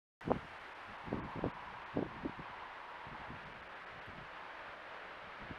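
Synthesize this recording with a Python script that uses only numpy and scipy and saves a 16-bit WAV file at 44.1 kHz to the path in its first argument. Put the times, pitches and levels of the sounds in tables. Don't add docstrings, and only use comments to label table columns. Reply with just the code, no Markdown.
import sys
import numpy as np
from scipy import signal
from scipy.fft import rfft, irfft, next_fast_len
from scipy.io import wavfile
from scipy.ndimage import uniform_filter1d

SR = 44100
rng = np.random.default_rng(int(sys.argv[2]) if len(sys.argv) > 2 else 0)


def inscribe(sig):
    pcm = np.round(np.clip(np.atleast_2d(sig).T, -1, 1) * 32767)
    wavfile.write(sys.argv[1], SR, pcm.astype(np.int16))


N = 246078
T = np.arange(N) / SR

# time_s, rush_db, rush_pitch_hz, drone_db
TRAFFIC_SWELLS = [(0.21, -61.5, 900, -79), (0.8, -61, 880, -73), (1.2, -50, 974, -70),
                  (1.55, -51, 980, -65), (1.85, -55, 946.5, -73), (2.3, -54, 960.3, -76),
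                  (2.95, -53, 988, -66), (3.25, -55, 920, -65.5), (3.8, -75, 907, -62.5),
                  (4.4, -57.5, 963, -63.5), (4.9, -61, 908.7, -59.5), (5.58, -67, 896, -63)]
# centre_hz, width_hz, gain_db
DRONE_RESONANCES = [(180, 22, 4), (445, 63, -7), (583, 183, 8.5), (644, 46, -1.5)]
# time_s, hiss_db, sizzle_db
BREEZE_LEVELS = [(0.21, -51, -73), (0.5, -51.5, -75.5), (1.0, -51, -77), (1.7, -51.5, -79.5),
                 (2.5, -51, -80.5), (3.5, -51.6, -79.5), (4.4, -51, -80), (5.58, -50.5, -80.5)]
# frequency_hz, gain_db
HISS_SPECTRUM = [(25, -14), (90, -14), (200, -15.5), (330, -6), (550, -4.5), (850, 0), (1200, 0),
                 (1600, 0.5), (2100, -4), (3000, -10.5), (4500, -22.5), (7000, -43.5), (10000, -54.5)]
# frequency_hz, gain_db
SIZZLE_SPECTRUM = [(2000, -2), (5000, 9), (7500, -1.5), (9500, -1.5), (11000, -6), (13000, -13.5),
                   (16000, -19)]
# time_s, level_db
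LEAF_TICKS = [(0.612, -75), (1.06, -74), (1.315, -71), (2.905, -74), (4.065, -69.5)]
# peak_s, strength_db, swell_s
AIR_PUFFS = [(0.299, -42, 0.039), (0.36, -44, 0.024), (0.445, -57, 0.022), (0.903, -53.5, 0.027),
             (1.079, -50, 0.033), (1.16, -44.5, 0.057), (1.24, -50, 0.055), (1.378, -44.5, .022),
             (1.455, -40, 0.027), (1.7, -61, 0.1), (1.984, -33.5, 0.025), (2.055, -43.5, .014),
             (2.18, -54, 0.072), (2.258, -42, 0.019), (2.4, -48, 0.017), (2.506, -57, 0.016),
             (3.075, -53.5, .012), (3.134, -50.5, 0.023), (3.21, -55.5, 0.016), (3.32, -50.5, 0.038),
             (3.5, -58, .12), (3.96, -59.5, 0.044), (4.089, -50.5, 0.015), (4.179, -54, 0.054),
             (4.67, -62.5, 0.043), (5.26, -59, .025), (5.43, -52, 0.025), (5.512, -50.5, .024)]
# centre_hz, relative_db, flow_exponent, edge_steepness
SWIRL_BANDS = [(65, -13.5, 0.56, 2.04), (174.6, 0, 1.07, 2.47), (315, 1.5, 2.07, 2.04)]
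# time_s, relative_db, nominal_pitch_hz
STRONG_EDDIES = [(0.2729, -33, 240), (0.28, -21.5, 275), (0.2875, -30, 450), (0.303, -25, 780),
                 (0.3062, -19, 560), (0.31, -19.5, 450), (0.3175, -9.5, 670), (0.3225, -25, 440),
                 (1.1222, -25, 300), (1.13, -18.5, 439.7), (1.166, -30, 380), (1.3605, -31, 280),
                 (1.3928, -25.5, 320), (1.442, -16.5, 447), (1.4515, -29, 380), (1.464, -21, 383),
                 (1.9727, -16, 430), (1.9818, -21, 300), (1.9914, -20.5, 425), (2.0259, -21, 260),
                 (2.0297, -21, 462), (2.2517, -24.5, 340), (2.257, -23.5, 250), (2.297, -30, 220),
                 (3.306, -32.5, 236)]
# centre_s, half_span_s
DULL_MOMENTS = [(0.591, 0.0069), (0.742, 0.009), (0.975, 0.0061), (1.22, .031), (1.528, .018),
                (1.85, 0.015), (3.449, 0.0076), (3.537, 0.0058), (3.618, 0.007), (3.685, .008),
                (3.748, 0.0066), (3.856, 0.01), (4.006, .01)]

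CEILING_DB = -43.5


def from_db(db):
    return 10 ** (np.asarray(db) / 20)


def unit_rms(x):
    return x / np.sqrt(np.mean(x ** 2) + 1e-20)


def automation(rows):
    times_s, *columns = np.transpose(rows)
    return [np.interp(T, times_s, column) for column in columns]


def shaped_noise(gain_at):
    size = next_fast_len(N)
    hz = np.maximum(np.arange(size // 2 + 1) * SR / size, 1)
    white = rfft(rng.standard_normal(size))
    return unit_rms(irfft(white * gain_at(hz), size)[:N])


def coloured_noise(spectrum):
    points_hz, db = np.transpose(spectrum)
    return shaped_noise(lambda hz: from_db(np.interp(np.log(hz), np.log(points_hz), db)))


def drift(rate_hz):
    return shaped_noise(lambda hz: 1 / (1 + (hz / rate_hz) ** 2))


def traffic(rush_spread_hz):
    rush_db, rush_hz, drone_db = automation(TRAFFIC_SWELLS)
    phase = 2 * np.pi * np.cumsum(rush_hz) / SR
    rush = drift(rush_spread_hz) * np.cos(phase) + drift(rush_spread_hz) * np.sin(phase)
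    drone = shaped_noise(lambda hz: sum(from_db(db) / (1 + (2 * (hz - centre_hz) / width_hz) ** 2)
                                        for centre_hz, width_hz, db in DRONE_RESONANCES))
    return from_db(rush_db) * rush + from_db(drone_db) * drone


def leaves(flutter_db, flutter_hz):
    hiss_db, sizzle_db = automation(BREEZE_LEVELS)
    trees = sum(coloured_noise(HISS_SPECTRUM) * from_db(flutter_db * drift(flutter_hz))
                for _ in range(3))
    return from_db(hiss_db) * unit_rms(trees) + from_db(sizzle_db) * coloured_noise(SIZZLE_SPECTRUM)


def leaf_ticks(centre_hz, half_width_s):
    crackle = shaped_noise(lambda hz: 1 / (1 + (3 * np.log(hz / centre_hz)) ** 4))
    bursts = sum(from_db(db) * np.exp(-((T - time_s) / half_width_s) ** 2) for time_s, db in LEAF_TICKS)
    return bursts * crackle / np.abs(crackle).max()


def airflow(calm_db, fall_stretch, stir_db, stir_decay_s):
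    power = from_db(calm_db) ** 2
    for peak_s, db, swell_s in AIR_PUFFS:
        before, after = np.minimum(T - peak_s, 0), np.maximum(T - peak_s, 0)
        swell = np.exp(-np.minimum((before / swell_s) ** 2, 20))
        fall = np.exp(-np.minimum((after / (swell_s * fall_stretch)) ** 2, 20))
        tail = from_db(stir_db) * np.exp(-after / stir_decay_s)
        power = power + (from_db(db) * swell * np.maximum(fall, tail)) ** 2
    return np.tanh(np.sqrt(power) / from_db(CEILING_DB))


def buffeting(flow, lump_db, lump_hz):
    rumble = np.zeros(N)
    for centre_hz, db, exponent, edge in SWIRL_BANDS:
        swirl = shaped_noise(
            lambda hz: (hz / centre_hz) ** (edge - 1) / (1 + (hz / centre_hz) ** (2 * edge)))
        running_rms = np.sqrt(uniform_filter1d(swirl ** 2, size=3500) + 1e-9)
        levelled = swirl / running_rms
        rumble += from_db(db) * flow ** exponent * levelled
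    lumps_db = lump_db * np.tanh(drift(lump_hz))
    return from_db(CEILING_DB + lumps_db) * rumble


def shed_eddies(flow, full_flow_per_s, relative_db, scatter_db, nominal_hz):
    born = rng.random(N) < full_flow_per_s * flow / SR
    level_db = relative_db + 20 * np.log10(flow ** 1.4) + scatter_db * rng.standard_normal(N)
    pitch_hz = nominal_hz * flow[born] ** 0.58
    return list(zip(T[born], level_db[born], pitch_hz))


def eddy_pops(eddies, trim_db, pitch_ratio, wake_db, wake_size):
    pops = np.zeros(N)
    skews = rng.normal(0, 0.8, (len(eddies), 2))
    for (time_s, db, hz), (core_skew, wake_skew) in zip(eddies, skews):
        span = np.clip(round(time_s * SR) + np.arange(-1024, 1024), 0, N - 1)
        phase = 2 * np.pi * hz * pitch_ratio * (T[span] - time_s)
        core = signal.hilbert(-phase * np.exp(-phase ** 2 / 2))
        wake = signal.hilbert(-phase / wake_size * np.exp(-(phase / wake_size) ** 2 / 2))
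        pop = core * np.exp(1j * core_skew) + from_db(wake_db) * wake * np.exp(1j * wake_skew)
        pops[span] += from_db(db + trim_db) * pop.real / np.abs(pop).max()
    low_cut = signal.butter(1, 100, "high", fs=SR, output="sos")
    return signal.sosfiltfilt(low_cut, pops)


def scene():
    bed = leaves(flutter_db=1.11, flutter_hz=8.6) + traffic(rush_spread_hz=164)
    ticks = leaf_ticks(centre_hz=10500, half_width_s=0.008)
    flow = airflow(calm_db=-77, fall_stretch=1.2, stir_db=-17, stir_decay_s=0.15)
    rumble = buffeting(flow, lump_db=3.5, lump_hz=56)
    lesser_eddies = shed_eddies(flow, full_flow_per_s=95, relative_db=-28, scatter_db=3, nominal_hz=353)
    pops = eddy_pops(STRONG_EDDIES + lesser_eddies,
                     trim_db=-2.5, pitch_ratio=0.83, wake_db=-16, wake_size=1.73)
    return (bed + ticks + rumble + pops)[None]


def treble_dips(x, cutoff_hz, depth):
    dull = signal.sosfiltfilt(signal.butter(6, cutoff_hz, fs=SR, output="sos"), x)
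    dips = np.zeros(N)
    for centre_s, half_span_s in DULL_MOMENTS:
        corners_s = centre_s + half_span_s * np.array([-1, -0.5, 0.5, 1])
        dips += np.interp(T, corners_s, [0, 1, 1, 0]) ** 4
    return x + np.clip(depth * dips, 0, 1) * (dull - x)


def record(dry):
    start_s, whine_hz, cutoff_hz = 0.209, 15592, 15750
    whine = from_db(-106) * np.sin(2 * np.pi * whine_hz * T)
    heard = (treble_dips(dry, cutoff_hz=3360, depth=0.9) + whine) * (T >= start_s)
    high_cut = signal.ellip(12, 0.1, 70, cutoff_hz, fs=SR, output="sos")
    return signal.sosfilt(high_cut, heard)


dry = scene()
out = record(dry)
inscribe(out)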